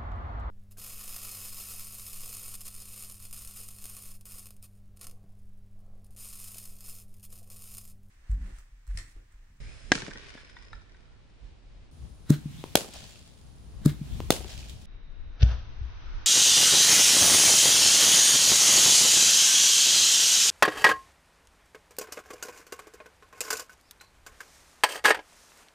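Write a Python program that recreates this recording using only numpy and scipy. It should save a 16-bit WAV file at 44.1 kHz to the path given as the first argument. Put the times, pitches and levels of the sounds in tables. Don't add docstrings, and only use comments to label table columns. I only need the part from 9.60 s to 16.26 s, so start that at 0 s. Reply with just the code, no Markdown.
import sys
import numpy as np
from scipy import signal
from scipy.fft import rfft, irfft, next_fast_len
from scipy.io import wavfile
from scipy.ndimage import uniform_filter1d

SR = 44100
rng = np.random.default_rng(int(sys.argv[2]) if len(sys.argv) > 2 else 0)


def persist_wave(psi):
    counts = np.round(np.clip(psi, -1, 1) * 32767).astype(np.int16)
    wavfile.write(sys.argv[1], SR, np.atleast_2d(counts).T)


N = 293706
T = np.arange(SR) / SR
LEAD_S = .05
AGE = T[:SR // 2] - LEAD_S

# (frequency [Hz], level [dB])
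THUD_EQ = [(60, -27), (200, 16), (450, 13), (750, 8), (1100, -6.5), (2000, -7), (8000, -40.5)]
# (frequency [Hz], level [dB])
RATTLE_EQ = [(300, -36.5), (1400, -1), (2700, 10), (4000, 4.5), (7000, 4.5), (15000, -13)]


def undb(db):
    return 10 ** (np.asarray(db) / 20)


def fade(t, t60):
    return (t >= 0) * undb(-60 * np.abs(t) / t60)


def swell(t, rise, fall):
    return np.exp(-np.abs(t) / np.where(t < 0, rise, fall))


def noise(size, side_db):
    mid, side = rng.standard_normal((2, size))
    width = undb(side_db)
    return np.array([mid + width * side, mid - width * side]) / np.hypot(1, width)


def colour(x, spectrum, size=4096):
    hz, db = np.transpose(spectrum)
    bin_hz = np.arange(size // 2 + 1) * SR / size
    gain = undb(np.interp(np.log(bin_hz + 1), np.log(hz), db))
    cepstrum = irfft(np.log(gain))[:size // 2]
    cepstrum[1:] *= 2
    response = irfft(np.exp(rfft(cepstrum, size)))
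    return signal.oaconvolve(np.atleast_2d(x), response[None], axes=1)[:, :x.shape[-1]]


def click(db, spectrum):
    return undb(db) * colour(signal.unit_impulse(len(AGE), int(LEAD_S * SR)), spectrum)


def band_limit(x, top_hz=15800):
    return signal.sosfilt(signal.ellip(12, .1, 100, top_hz, fs=SR, output="sos"), x)


def add(out, sound, s):
    start = int(round(s * SR))
    part = np.atleast_2d(sound)[:, max(-start, 0):out.shape[1] - start]
    out[:, max(start, 0):max(start, 0) + part.shape[1]] += part


def cannon(thump_db, hiss_db, whizz_db):
    # (frequency [Hz], level [dB], t60 [s])
    modes = [(123.2, -35.5, 0.23), (148, -10.5, 0.16), (222, -15.5, 0.043), (292.7, -16, 0.03),
             (413, -30.5, 0.044), (596, -42, 0.12)]
    # (frequency [Hz], level [dB])
    leak_eq = [(300, 1.5), (900, 0), (1300, 9.5), (2700, -14.5), (3700, 4), (5000, -2.5), (7500, 3),
               (11000, -1), (15000, -6.5)]
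    vent_eq = [(300, -2), (900, 2), (1500, 10.5), (2700, 2.5), (3800, 7.5), (5000, -1.5), (7500, -3.5),
               (11000, -7), (15000, -9.5)]
    whizz_eq = [(300, -16), (800, 4), (1500, -7.5), (2400, 2), (3400, 1.5), (4600, -2), (8000, -4.5),
                (15000, -12)]
    barrel = sum(undb(db) * np.cos(2 * np.pi * hz * AGE) * fade(np.maximum(AGE, 0), t60)
                 for hz, db, t60 in modes)
    thump = undb(thump_db) * barrel * np.exp(-(np.minimum(AGE, 0) / .0067) ** 2)
    delayed = np.interp(AGE - .152, AGE, thump, left=0)
    echo = colour(delayed, [(80, -26), (170, -17), (300, -23.5), (600, -42)])
    spits = (.99 * swell(AGE + .0058, .00043, .0013)
             + 1.8 * swell(AGE + .0023, .0011, .00081)
             + .3 * swell(AGE + .01, .003, .003))
    leak = colour(noise(len(AGE), side_db=-2) * spits, leak_eq)
    vent = colour(noise(len(AGE), side_db=-10.5) * undb(-12.5) * swell(AGE - .034, .027, .012), vent_eq)
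    flight = swell(AGE - .31, .23, .54) * (AGE > 0)
    whizz = undb(whizz_db) * colour(noise(len(AGE), side_db=-1), whizz_eq) * flight
    return thump + echo + undb(hiss_db) * (leak + vent) + whizz + whistle()


def whistle(peak_db=-55.5, peak_hz=3496, peak_s=.285, glide_hz_per_s=9500):
    t = AGE - peak_s
    eddies = colour(noise(len(AGE), side_db=-4), [(200, .5), (350, -5), (700, -21.5), (2000, -59.5)])
    turns = np.cumsum(peak_hz + glide_hz_per_s * t) / SR
    return undb(peak_db) * eddies / eddies.std() * np.cos(2 * np.pi * turns) * swell(t, .06, .038)


def breeze(clock, buffet_db=3.5, buffets_per_s=9):
    # (time [s], level before trim [dB])
    levels = [(0.0, -42.5), (0.17, -47), (0.63, -62), (2.39, -55), (2.5, -51), (3.95, -59), (4.19, -42.5),
              (4.88, -45.5), (5.45, -48.5), (5.94, -39.5), (6.27, -51), (6.66, -42.5)]
    # (time [s], peak level [dB])
    peaks = [(.24, -45.5), (1.16, -41.5), (1.85, -46.5), (2.449, -44), (4.54, -37), (4.98, -40.5),
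             (6.23, -37), (6.56, -32)]
    steady = undb(np.interp(clock, *np.transpose(levels)) + 2.5)
    gusts = sum(undb(db) * swell(clock - s, rise=.06, fall=.08) for s, db in peaks)
    buffets = np.interp(clock * buffets_per_s, np.arange(200), rng.standard_normal(200))
    return 20 * np.log10(np.hypot(steady, gusts)) + buffet_db * buffets


def veer(clock, from_db=-8, to_db=5, at_s=2.1, turn_s=.37):
    turned = (1 + np.tanh((clock - at_s) / turn_s)) / 2
    lean_db = from_db + (to_db - from_db) * turned
    return undb(np.array([lean_db, -lean_db]) / 2)


def wind(clock):
    # (frequency [Hz], level [dB])
    hush_eq = [(100, -34), (450, -47.5), (750, -51), (1200, -55.5), (2000, -60), (4000, -59.5),
               (7000, -63.5), (11000, -72), (15000, -78.5)]
    rumble_eq = [(15, -9.5), (30, -6.5), (60, 6.5), (110, -4.5), (200, -11.5), (400, -32.5), (1000, -61),
                 (4000, -87)]
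    breeze_db = breeze(clock)
    hush = colour(noise(len(clock), side_db=-1.5), hush_eq) * undb(.28 * (breeze_db + 48))
    rumble = colour(noise(len(clock), side_db=-3.5), rumble_eq)
    rumble *= veer(clock) * undb(breeze_db) / rumble.std()
    return hush + rumble


def bush_cricket(clock):
    # (time [s], syllable rate [1/s], level [dB])
    trill = [(0, 124, -59.5), (.6, 130, -64), (.95, 120, -59.5), (1.171, 55, -60), (1.2, 120, -100)]
    s, rate, db = np.transpose(trill)
    syllable = np.cumsum(np.interp(clock, s, rate)) / SR % 1
    roughness = uniform_filter1d(rng.standard_normal(len(clock)), size=40)
    tooth_hz = 8000 * (1 - .07 * (syllable - .5) + .04 * roughness)
    envelope = undb(np.interp(clock, s, db)) * np.sin(np.pi * syllable) ** 2
    return envelope * np.sin(2 * np.pi * np.cumsum(tooth_hz) / SR)


def bat(contact_ms, knock_db, crack_db, ring_db, pitch, spread_db, swish_db):
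    # (frequency before the pitch factor [Hz], level [dB], t60 [s])
    modes = [(590, -2.5, .015), (1440, -11.5, 0.02), (1830, -11, .011), (2240, -12, 0.015), (3286, 2, 0.02),
             (3630, -9, 0.024), (3970, -3.5, 0.016), (5500, -16, 0.0054), (6050, -8, .009),
             (8340, -12, 0.013), (11500, -3.5, 0.01)]
    # (frequency [Hz], level [dB])
    knock_eq = [(40, -16.5), (150, 1), (300, -1.5), (620, -5.5), (1500, -3.5), (4000, -13), (16000, -11.5)]
    crack_eq = [(300, -19), (1100, -13), (2000, -2.5), (3500, -2), (7000, -3), (10000, -6.5), (14500, -11),
                (17000, -26.5)]
    spread_eq = [(60, -3), (200, 11.5), (650, 15.5), (1100, 0.5), (2000, -7), (3400, 1), (6000, -0.5),
                 (10000, -1), (15000, -13)]
    contact = AGE * 1000 / contact_ms
    knock = colour(np.cos(np.pi * contact) * ((contact >= 0) & (contact < 1)), knock_eq)
    burst = noise(len(AGE), side_db=-3.5) * swell(AGE - .0009, .00052, .0015) * (AGE > 0)
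    crack = colour(burst, [(hz * pitch, db) for hz, db in crack_eq])
    t = AGE - np.array([[0], [1]]) / SR
    ring = sum(undb(db) * np.cos(2 * np.pi * hz * pitch * t) * fade(t, t60) for hz, db, t60 in modes)
    ring *= np.clip(contact * 2, 0, 1)
    swish = colour(noise(len(AGE), side_db=-17), THUD_EQ) * swell(AGE, .0096, .0055)
    direct = (undb(knock_db) * knock + undb(crack_db) * crack
              + undb(ring_db) * ring + undb(swish_db) * swish)
    return direct, click(spread_db, spread_eq)


def mesh_rustle(per_second=90, tap_db=-25, rattle_db=-24):
    def taps():
        return (rng.random(SR) < per_second / SR) * noise(SR, side_db=1) * swell(T - .08, .03, .24)
    cords = colour(taps(), [(100, -12.5), (400, 7), (750, 13.5), (1100, 4), (2000, -9.5), (8000, -29.5)])
    buzz = rng.standard_normal(SR) * fade(T, .015)
    ticks = signal.fftconvolve(taps(), buzz[None] / np.linalg.norm(buzz), axes=1)[:, :SR]
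    return undb(tap_db) * cords + undb(rattle_db) * colour(ticks, RATTLE_EQ)


def net_snap(thud_db, rattle_db):
    thud = colour(noise(len(AGE), side_db=-18.5) * swell(AGE - .001, .00031, .0096), THUD_EQ)
    rattle = colour(noise(len(AGE), side_db=1) * swell(AGE - .001, .0005, .0014), RATTLE_EQ)
    return undb(thud_db) * thud + undb(rattle_db) * rattle


def net_catch(swing_s, thud_db, rattle_db, thud_loss_db=3, rattle_loss_db=11):
    out = np.zeros((2, SR))
    for k in range(4):
        add(out, net_snap(thud_db - k * thud_loss_db, rattle_db - k * rattle_loss_db), k * swing_s)
    return out


def tock(db):
    # (frequency [Hz], level [dB], t60 [s])
    modes = [(1425, -2, 0.013), (2424, 2, 0.022), (2750, -1.5, 0.032), (3520, -3, 0.011),
             (5780, -5.5, 0.013)]
    ring = np.zeros(len(AGE))
    for hz, mode_db, t60 in modes:
        strength, detune = rng.standard_normal(2)
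        tone = np.sin(2 * np.pi * hz * (1 + .055 * detune) * AGE)
        ring += undb(mode_db + 2 * strength) * tone * fade(AGE, t60)
    scuff = undb(-16) * colour(rng.standard_normal((2, len(AGE))) * fade(AGE, .042), RATTLE_EQ)
    return undb(db) * (ring * np.clip(AGE / .00091, 0, 1) + scuff)


def bounce(db):
    # (frequency [Hz], level [dB])
    mat_eq = [(40, -17), (150, -3), (380, 3), (700, -7), (1000, -5), (1600, -22.5), (3000, -16.5),
              (5000, -26.5), (15000, -39.5)]
    return click(db, mat_eq)


def scrape(db):
    # (frequency [Hz], level [dB])
    cord_eq = [(300, -7), (1500, -16), (2500, 4), (3500, 7), (4600, 1), (7000, 2.5), (15000, -10)]
    knots = undb(2.5 * np.repeat(rng.standard_normal(len(AGE) // 200 + 1), 200)[:len(AGE)])
    return undb(db) * colour(noise(len(AGE), side_db=0) * knots * swell(AGE, .0081, .022), cord_eq)


def insect_chorus(clock, from_s=2.31):
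    band_eq = [(7500, -100), (8900, -65.5), (9500, -55), (10100, -67.5), (11200, -100)]
    return colour(noise(len(clock), side_db=1.5), band_eq) * (clock >= from_s)


def surroundings(dry):
    # (frequency [Hz], level [dB])
    fence_eq = [(100, -25), (300, -14), (750, -14.5), (1500, -6), (3500, -6.5), (7000, -8), (14000, -8)]
    trees_eq = [(100, -16), (400, -31.5), (1000, -24.5), (1700, -14.5), (3500, -14), (7000, -19),
                (11000, -27.5), (15000, -23)]

    def scatter(envelope, patchy_db):
        patches = np.repeat(rng.standard_normal(SR // 100 + 1), 100)[:SR]
        echoes = noise(SR, side_db=-1.5) * envelope * undb(patchy_db * patches)
        return echoes / np.sqrt(np.sum(echoes ** 2) / 2)
    near = scatter(fade(T - .004, .32), patchy_db=3)
    far = scatter(swell(T - .2, .055, .17), patchy_db=2.2)
    response = colour(near, fence_eq) + colour(far, trees_eq)
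    return signal.fftconvolve(dry, response, axes=1)[:, :dry.shape[1]]


def microphone_ports(stereo):
    # (frequency [Hz], left minus right [dB])
    balance = [(100, 1.5), (1500, 2), (4000, -1.5), (8000, .5), (12000, 4)]
    return np.vstack([colour(channel, [(hz, side * db / 2) for hz, db in balance])
                      for channel, side in zip(stereo, (1, -1))])


def shot(start, end, speed):
    # (time [s], thump [dB], hiss [dB], whizz [dB])
    firings = [(-.38, -10.5, -13, -51), (2.707, 0.5, -28.5, -50), (4.263, -0.5, -29, -50),
               (5.836, -.5, -30, -48.5)]
    # (time [s], contact [ms], knock [dB], crack [dB], ring [dB], pitch [factor],
    # send round the nets [dB], swish [dB])
    strokes = [(.3182, 0.81, -5.5, -5, -9, .78, 6.5, -45),
               (3.1542, 1.4, -1.5, -1.5, -9.5, 1.0, 11.5, -58.5),
               (4.7045, 1.47, -1, -6, -15, 1.08, 11.5, -46.5)]
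    # (time [s], swing period [s], thud [dB], rattle [dB])
    catches = [(.352, .0425, -33, -23.5), (3.1705, .037, -30.5, -21), (4.7205, .0415, -29.5, -23)]
    # (time [s], level [dB])
    tocks = [(.377, -37), (.420, -33.5), (.514, -41.5), (.556, -42.5), (.776, -44.5), (.966, -41),
             (1.130, -38.5), (1.345, -53), (3.558, -47.5), (5.028, -49)]
    bounces = [(.482, 1), (.753, -7), (3.040, 6), (4.6037, 7), (4.846, -7)]
    scrapes = [(.70, -59), (.78, -57), (3.475, -54), (5.02, -55), (5.095, -47), (5.215, -56)]

    def during(cues):
        return [((s - start) * speed, controls) for s, *controls in cues if start <= max(s, 0) < end]
    size = int((end - start) * speed * SR)
    clock = np.linspace(start, end, size)
    effects, cracks, spread = np.zeros((3, 2, size))
    tracks = (firings, cannon), (bounces, bounce), (catches, net_catch), (tocks, tock), (scrapes, scrape)
    for cues, source in tracks:
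        for s, controls in during(cues):
            add(effects, source(*controls), s - LEAD_S)
    for s, controls in during(strokes):
        direct, all_round = bat(*controls)
        add(cracks, direct, s - LEAD_S)
        add(spread, all_round, s - LEAD_S)
        add(effects, mesh_rustle(), s)
    action = microphone_ports(effects + cracks) + surroundings(effects + spread)
    ambience = wind(clock) + bush_cricket(clock) + insect_chorus(clock)
    sound = band_limit(action + ambience) * signal.windows.tukey(size, 200 / size)
    padded = next_fast_len(size + 100)
    return signal.resample(np.pad(sound, ((0, 0), (0, padded - size))), round(padded / speed), axis=1)


def scene():
    # (start [s], end [s], playback speed [factor])
    shots = [(0, 2.31, .64), (2.31, 5.26, 1), (5.26, 6.67, .4)]
    out = np.zeros((2, N))
    for start, end, speed in shots:
        add(out, shot(start, end, speed), start)
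    return out


def record(dry):
    return band_limit(np.clip(dry, -1, 1))


dry = scene()
out = record(dry)
persist_wave(out)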